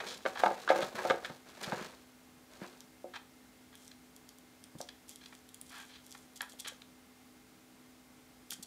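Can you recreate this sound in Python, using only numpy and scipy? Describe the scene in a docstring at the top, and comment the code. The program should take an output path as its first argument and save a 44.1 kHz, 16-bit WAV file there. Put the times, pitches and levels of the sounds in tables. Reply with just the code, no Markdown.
"""A faint fan hums in a small furnished room; the action is a metre or so away.
First a cat digs in a small cardboard box on a carpet: the box slides, knocks hollow and rocks,
claws rasp on its walls and paws thud softly. After two seconds the digging thins out.
Then the cat bats a wrapped sweet about: the film ticks and crinkles, claws catch, the sweet
bounces over the carpet, and after a pause one last swipe snaps the wrapper."""
import sys
import numpy as np
from scipy import signal
from scipy.fft import rfft, irfft, next_fast_len
from scipy.io import wavfile

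SR = 44100
rng = np.random.default_rng(int(sys.argv[2]) if len(sys.argv) > 2 else 0)


def store_wav(level_fs):
    """Save 16-bit WAV to argv[1]."""
    pcm = np.round(np.clip(np.atleast_2d(level_fs), -1, 1) * 32767)
    wavfile.write(sys.argv[1], SR, pcm.T.astype(np.int16))


N = 381906
TIME = np.arange(N) / SR


def undb(db):
    """Decibels to gain."""
    return 10 ** (np.asarray(db) / 20)


def level(x, db):
    """Scale to an rms level."""
    return x * undb(db) / np.sqrt(np.mean(x ** 2) + 1e-20)


def peak(x, db):
    """Scale to a peak level."""
    return x * undb(db) / np.abs(x).max()


def add(track, s, sound):
    """Mix a sound into a track at s seconds."""
    i = max(int(s * SR), 0)
    track[i:i + len(sound)] += sound[:max(N - i, 0)]


def band(x, hz, width_hz):
    """Two-pole resonance with gain 1 at its centre."""
    damping = width_hz / hz
    warped_rate = .5 / np.tan(np.pi * hz / SR)
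    return signal.lfilter(*signal.bilinear([damping, 0], [1, damping, 1], warped_rate), x)


def cut(x, hz, kind, order=2):
    """Low-pass or high-pass."""
    return signal.sosfilt(signal.butter(order, hz, kind, fs=SR, output="sos"), x)


def colour(x, points):
    """EQ a sound through (f/Hz, level/dB) points; rms 1."""
    hz, db = np.transpose(points)
    size = next_fast_len(len(x))
    f = np.maximum(np.fft.rfftfreq(size, 1 / SR), 1)
    eq = undb(np.interp(np.log(f), np.log(hz), db))
    return level(irfft(rfft(x, size) * eq, size)[:len(x)], 0)


def wander(hz):
    """Smooth random modulation below hz; rms 1."""
    return level(cut(rng.standard_normal(N), hz, "low"), 0)


def slips(per_s, spread_db, grip_db=2.5):
    """Stick-slip grains of uneven size; they bunch as the grip tightens and lets go."""
    grip = undb(grip_db * wander(hz=55))
    hit = rng.random(N) < grip * per_s / SR
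    polarity = np.sign(rng.standard_normal(N))
    size = undb(spread_db * np.minimum(rng.exponential(size=N), 4))
    return hit * np.sqrt(grip) * polarity * size


def stroke(grains, s, length, bite_s, release_share=0.48):
    """The grains of one stroke: it bites quickly and eases off, with time to ring after."""
    start, n = int(s * SR), int(length * SR)
    t = TIME[:n]
    pressure = (1 - np.exp(-t / bite_s)) * np.minimum((1 - t / (n / SR)) / release_share, 1)
    pressed = np.take(grains, np.arange(start, start + n), mode="wrap") * pressure
    return np.pad(pressed, (0, SR // 100))


def room(x, wet_db, t60, build_s=0.0008):
    """Direct sound plus a short diffuse tail from walls and furniture."""
    t = TIME[:SR // 2]
    build_up = 1 - np.exp(-(t / build_s) ** 2)
    tail = rng.standard_normal(len(t)) * undb(-60 * t / t60) * build_up
    tail = cut(tail / np.sqrt(np.sum(tail ** 2)), 7000, "low", order=1)
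    return x + undb(wet_db) * signal.fftconvolve(x, tail)[:N]


# room tone EQ: f/Hz, level/dB
ROOM_TONE_EQ = [(20, -53), (35, -12), (60, 0), (110, -2.5), (200, 0), (290, 1.5), (400, -5.5), (600, -5),
                (800, -7.5), (1200, -8), (2100, -10.5), (3000, -12.5), (8000, -16), (15000, -20)]
# the fan's tones: f/Hz, rms level/dB
FAN_TONES = [(252, -64.5), (317, -75.5), (432, -75), (755, -81), (806, -79.5), (2104, -79)]

def room_tone_and_fan():
    """The bed: even hiss and a steady fan whose tones waver very slightly."""
    out = colour(rng.standard_normal(N), ROOM_TONE_EQ) * undb(-62)
    for hz, db in FAN_TONES:
        swell = 1 + .1 * wander(hz=4)
        phase_drift = .25 * wander(hz=4)
        out += level(swell * np.sin(2 * np.pi * hz * TIME + phase_drift), db)
    return out


# the cat shoves the box along: t/s, length/s, rms level/dB of the drag's body
SHOVES = [(0, 0.11, -47.5), (0.262, 0.025, -47.5), (0.382, 0.08, -44), (.54, 0.1, -50.5),
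          (0.695, 0.13, -42.5), (0.951, 0.13, -43.5), (1.224, 0.033, -50.5), (1.456, 0.22, -57),
          (1.608, 0.21, -46.5), (2.503, 0.1, -61.5), (2.609, 0.025, -52)]
# EQ of the drag's low body and of its surface hiss: f/Hz, level/dB
DRAG_BODY_EQ = [(30, -37), (130, -10), (205, 3), (275, -36), (360, 7), (500, 4), (730, 2), (1050, -2),
                (1600, -1.5), (1900, -6), (2600, -8), (5000, -50)]
DRAG_HISS_EQ = [(1000, -7), (2400, -2.5), (4000, 4.5), (5200, -1), (6600, -1), (9000, -7.5), (15000, -14.5)]

def box_drag(attack_s=0.0019, release_s=0.074, hiss_db=-54, at_body_db=-47.5, hiss_db_per_db=0.8):
    """The box drags in coarse slips while fur and fibres crackle on it; one effort drives both."""
    effort = np.zeros(N)
    for s, length, db in SHOVES:
        t = np.maximum(TIME - s, 0)
        take_hold = 1 - np.exp(-t / attack_s)
        slide_to_rest = np.exp(-np.maximum(t - length, 0) / release_s)
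        effort = np.maximum(effort, undb(db) * take_hold * slide_to_rest)
    body = colour(slips(per_s=1200, spread_db=2.5), DRAG_BODY_EQ)
    hiss = colour(slips(per_s=2000, spread_db=4.5), DRAG_HISS_EQ)
    hiss_gain = undb(hiss_db) * (effort / undb(at_body_db)) ** hiss_db_per_db
    return effort * body + hiss_gain * hiss


# paws and the box's bottom land: t/s, peak level/dB
THUDS = [(.828, -38.5), (0.944, -42), (1.106, -29.5), (1.299, -40), (1.674, -36.5), (1.724, -31.5),
         (1.812, -38.5), (2.617, -39.5), (4.752, -39.5), (8.518, -50), (8.592, -50)]
# the batted sweet bounces: t/s, peak level/dB
SWEET_BOUNCES = [(6.425, -63), (6.536, -49), (6.66, -46), (6.72, -46.5)]

def carpet_thuds(thud_hz=186, bounce_hz=513, t60=0.025):
    """Paws, box and sweet land on carpet: each a few uneven low cycles."""
    t, out = TIME[:SR // 5], np.zeros(N)
    for landings, hz in (THUDS, thud_hz), (SWEET_BOUNCES, bounce_hz):
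        for s, db in landings:
            push = rng.standard_normal(len(t)) * undb(-60 * t / t60)
            thump = band(push, hz, 0.29 * hz)
            add(out, s, peak(band(thump, hz, 2 * hz), db))
    return out


# claw strokes on box and carpet: t/s, length/s, rms level/dB, brightness f/Hz
CLAW_STROKES = [(0, 0.016, -45.5, 1790), (0.061, 0.11, -49, 5200), (0.353, 0.086, -44, 1480),
                (0.687, 0.028, -35.5, 1620), (0.813, 0.029, -45, 3300), (0.956, 0.026, -51.5, 1680),
                (0.98, 0.025, -42.5, 1100), (1.092, 0.018, -56, 3050), (1.245, 0.019, -43.5, 2150),
                (1.634, 0.024, -45.5, 3520), (1.804, 0.074, -57, 2500), (2.611, 0.046, -59, 1760),
                (3.136, 0.014, -52.5, 2080), (3.146, 0.033, -48.5, 2280), (3.724, 0.042, -65, 2450),
                (3.913, 0.0084, -61, 3430), (4.887, 0.0087, -53, 4120), (5.208, 0.05, -61.5, 3730),
                (5.258, 0.0075, -57, 3900), (5.324, 0.014, -59.5, 1600), (5.703, 0.17, -54.5, 2160),
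                (5.885, 0.14, -60.5, 3420), (6.147, 0.0091, -57, 1590), (6.406, 0.006, -43, 2170),
                (6.412, 0.036, -52, 1530), (6.644, 0.066, -48, 2960), (6.817, 0.0083, -59, 4500),
                (8.517, 0.012, -54, 1710)]
# resonances of the rasp: f/Hz, width/Hz, level/dB
RASP_BANDS = [(830, 420, 20), (1274, 320, 12), (1600, 131, 17), (2310, 200, 7.5), (3180, 430, 12.5),
              (3900, 220, 5.5), (6300, 7100, -23)]

def claw_scrapes():
    """Claws skip over fibres and ring a few short resonances; longer strokes set in more gently."""
    out, grains = np.zeros(N), slips(per_s=3500, spread_db=3)
    for s, length, db, hz in CLAW_STROKES:
        drive = stroke(grains, s, length, bite_s=0.00086 + 0.044 * length)
        rasp = sum(undb(gain_db) * band(drive, centre, width) for centre, width, gain_db in RASP_BANDS)
        scrape = cut(band(rasp, hz, 1.03 * hz), 0.35 * hz, "high")
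        tail_makeup = np.sqrt(len(scrape) / SR / length)
        add(out, s, level(scrape, db) * tail_makeup)
    return out


# the sharpest snaps of the wrapper's creases: t/s, peak level/dB, f/Hz
CREASE_SNAPS = [(0.178, -35, 4900), (2.806, -34, 6300), (3.879, -36, 5860), (4.164, -38, 9400),
                (4.291, -36.5, 6500), (4.3855, -40, 9800), (4.64, -35, 6300), (4.814, -27.5, 5670),
                (5.0935, -31.5, 9800), (5.159, -34, 7650), (5.5446, -33.5, 8750), (5.614, -28, 10400),
                (6.109, -37, 8930), (6.125, -34.5, 6900), (6.418, -22, 10500), (6.522, -40.5, 6700),
                (6.6059, -25.5, 7040), (8.507, -22.5, 11000), (8.6309, -35, 9000)]
# the wrapper crushed or brushed: t/s, length/s, rms level/dB
CRINKLES = [(1.624, 0.032, -53), (3.751, 0.2, -68.5), (4.78, 0.037, -61.5), (5.078, 0.077, -61),
            (5.226, .21, -72), (5.654, 0.29, -63), (6.039, 0.27, -67.5), (6.357, 0.029, -57.5),
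            (6.49, 0.046, -62), (6.592, 0.016, -51), (6.673, 0.019, -48.5), (8.515, 0.03, -48.5),
            (8.625, 0.015, -52)]

def wrapper(crinkle_hz=7030, low_cut_hz=2700, snap_t60=0.0029, creak_db=-20, creak_s=0.002):
    """Thin plastic film: creases snap singly or in dense runs, with no bass."""
    t, out = TIME[:SR // 50], np.zeros(N)
    grains = slips(per_s=2200, spread_db=4.5)
    # tiny creases give way before and after a snap, as the film is loaded and relaxes
    creak_shape = np.exp(-np.concatenate([t[::-1], t]) / creak_s)
    for s, db, hz in CREASE_SNAPS + stray_snaps(crinkle_hz):
        snap = np.pad(rng.standard_normal(len(t)) * undb(-60 * t / snap_t60), (len(t), 0))
        creak = level(rng.choice(grains, len(snap)), creak_db) * creak_shape
        tick = cut(band(snap + creak, hz, 0.83 * hz), low_cut_hz, "high")
        add(out, s - t[-1], peak(tick, db))
    for s, length, db in CRINKLES:
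        crush = stroke(grains, s, length, bite_s=0.0014)
        crinkle = cut(band(crush, crinkle_hz, width_hz=crinkle_hz), low_cut_hz, "high")
        tail_makeup = np.sqrt(len(crinkle) / SR / length)
        add(out, s, level(crinkle, db) * tail_makeup)
    return out


def stray_snaps(centre_hz, per_s=16, spread_db=13.5, relax_s=.07):
    """Cues for faint snaps at random moments while crushed film is worked and relaxes."""
    snaps = []
    for s, length, db in CRINKLES:
        span = length + relax_s
        typical_db = min(db + 23, -46)
        for when, size, pitch in rng.random((20, 3))[:round(per_s * span)]:
            snap_db = typical_db + spread_db * (2 * size - 1)
            snaps.append((s + when * span, snap_db, centre_hz * 2 ** (pitch - .5)))
    return snaps


def presence_colour(film):
    """Microphone and floor reflection add a small peak near 3.3 kHz; the very top is weak."""
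    return cut(film + undb(5) * band(film, hz=3330, width_hz=420), 14200, "low")


# a hard shove tips the box: t/s, peak level/dB of the first landing, change per landing/dB
TIPS = [(0.456, -26.5, -19), (0.7045, -21, -3), (1.087, -27, -11)]

def box_rocking(first_gap_s=0.055, gap_ratio=.55, panel_hz=524, hard_db=-10.5, ring_db=-9.5):
    """Knock cues as the tipped box rocks to rest on its carpet-padded bottom, ever faster and weaker."""
    delays = np.cumsum(first_gap_s * gap_ratio ** np.arange(3))
    return [(s + delay, db + k * change_db, panel_hz, hard_db, ring_db)
            for s, db, change_db in TIPS for k, delay in enumerate(delays)]


# hits on the box: t/s, peak level/dB, panel f/Hz, contact hardness/dB, hollow ring/dB
KNOCKS = [(0.2532, -21.5, 510, -10, -39), (0.2608, -17.5, 597, -4.5, -12.5), (0.4357, -10, 710, -10.5, -11),
          (0.4611, -12, 785, -5.5, -4), (0.6772, -21.5, 1420, -5.5, -12), (0.7029, -8.5, 610, -13, -10),
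          (0.7157, -15, 600, -11, -4.5), (.825, -26.5, 585, -2, 2), (1.05, -22, 606, -9, 0),
          (1.0996, -15.5, 547, 1, -5), (1.107, -14.5, 488, -3.5, -9), (1.298, -34, 580, 6, -1),
          (1.678, -35, 506, 0, 4), (1.7212, -21.5, 860, -7, -14), (1.7308, -27, 450, -6, -3),
          (2.616, -39.5, 420, -9, -2), (3.0426, -32.5, 600, -38.5, -5.5), (4.8044, -31, 627, -13, -11.5)]
# five short modes of the stiff folds, then the hollow's modes: f/Hz, level/dB, t60/s before the cap
BOX_MODES = [(1192, -2, 0.032), (1593, -1, 0.027), (2153, -8.5, 0.038), (3150, -33, 0.029),
             (3695, -8, .012), (194, -14, 0.37), (348, -12.5, 0.38), (484.7, -18.5, 0.3), (542, -8, 0.052),
             (560, -17.5, 0.27), (596, -12.5, 0.076), (672, -20.5, 0.31), (744, -12.5, 0.26),
             (786, -19.5, 0.81), (864, -5.5, 0.036), (919, -8.5, 0.15), (1014, -22, 0.27),
             (1245, -17, 0.47), (1226, -34, 0.46), (1306, -6, 0.081), (1450, -24, 0.31), (1610, -57, 0.099)]

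def box_knocks(panel_t60=0.011, crack_t60=.04, t60_cap=.26, brush_s=.003, spot_db=2.5, detune=.025):
    """A blow flexes a panel, cracks the stiff folds and rings the hollow, less where the cat damps it."""
    t, out, lead = TIME[:SR // 4], np.zeros(N), SR // 100
    mode_hz, mode_db, t60 = np.transpose(BOX_MODES)[:, :, None]
    polarity = (-1) ** np.arange(len(BOX_MODES))[:, None]  # neighbouring modes move in opposite senses
    decays = polarity * undb(mode_db - 60 * t / np.minimum(t60, t60_cap))
    for s, db, panel_hz, hard_db, ring_db in KNOCKS + box_rocking():
        # each spot favours other modes; the cat's weight shifts their pitch a little
        spot, load = rng.uniform(-1, 1, (2, len(decays), 1))
        modes = decays * undb(spot_db * spot) * np.sin(2 * np.pi * mode_hz * (1 + detune * load) * t)
        folds, hollow = modes[:5].sum(0), modes[5:].sum(0)
        attack = 1 - np.exp(-2 * panel_hz * t)  # the panel takes about one swing to get going
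        panel = attack * undb(-60 * t / panel_t60) * np.sin(2 * np.pi * panel_hz * t)
        burst = undb(-4 - 60 * t / crack_t60) * rng.standard_normal(len(t))
        crack = cut(burst, 2300, "low", order=1)
        direct = cut(panel + undb(hard_db) * (folds / 2 + crack), 220, "high")
        # the hollow answers most near the pitch of the struck panel
        ring = band(hollow, panel_hz, 0.29 * panel_hz) + undb(hard_db - 7) * hollow
        # the rough surfaces brush just before they meet
        brush = undb(-24) * np.exp(-t[lead:0:-1] / brush_s) * rng.standard_normal(lead)
        blow = np.concatenate([brush, direct + undb(ring_db) * ring])
        # a padded contact pushes for longer and loses the treble
        padded = cut(blow, 4400 * undb(.5 * hard_db), "low")
        add(out, s - lead / SR, peak(cut(padded, 270, "high"), db))
    return out


def scene():
    """The mono mix in the room; the box, close to the carpet, is the driest."""
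    box = room(box_knocks(), wet_db=-11, t60=.26, build_s=.004)
    floor = room(box_drag() + carpet_thuds(), wet_db=-9, t60=.32)
    claws = room(claw_scrapes(), wet_db=-7, t60=.28, build_s=.003)
    sweet = room(presence_colour(wrapper()), wet_db=-4.5, t60=0.22)
    return (box + floor + claws + sweet + room_tone_and_fan())[None]


def record(dry):
    """The phone cuts the top steeply above 15.6 kHz."""
    return signal.sosfilt(signal.ellip(10, .2, 70, 15600, fs=SR, output="sos"), dry)


dry = scene()
out = record(dry)
store_wav(out)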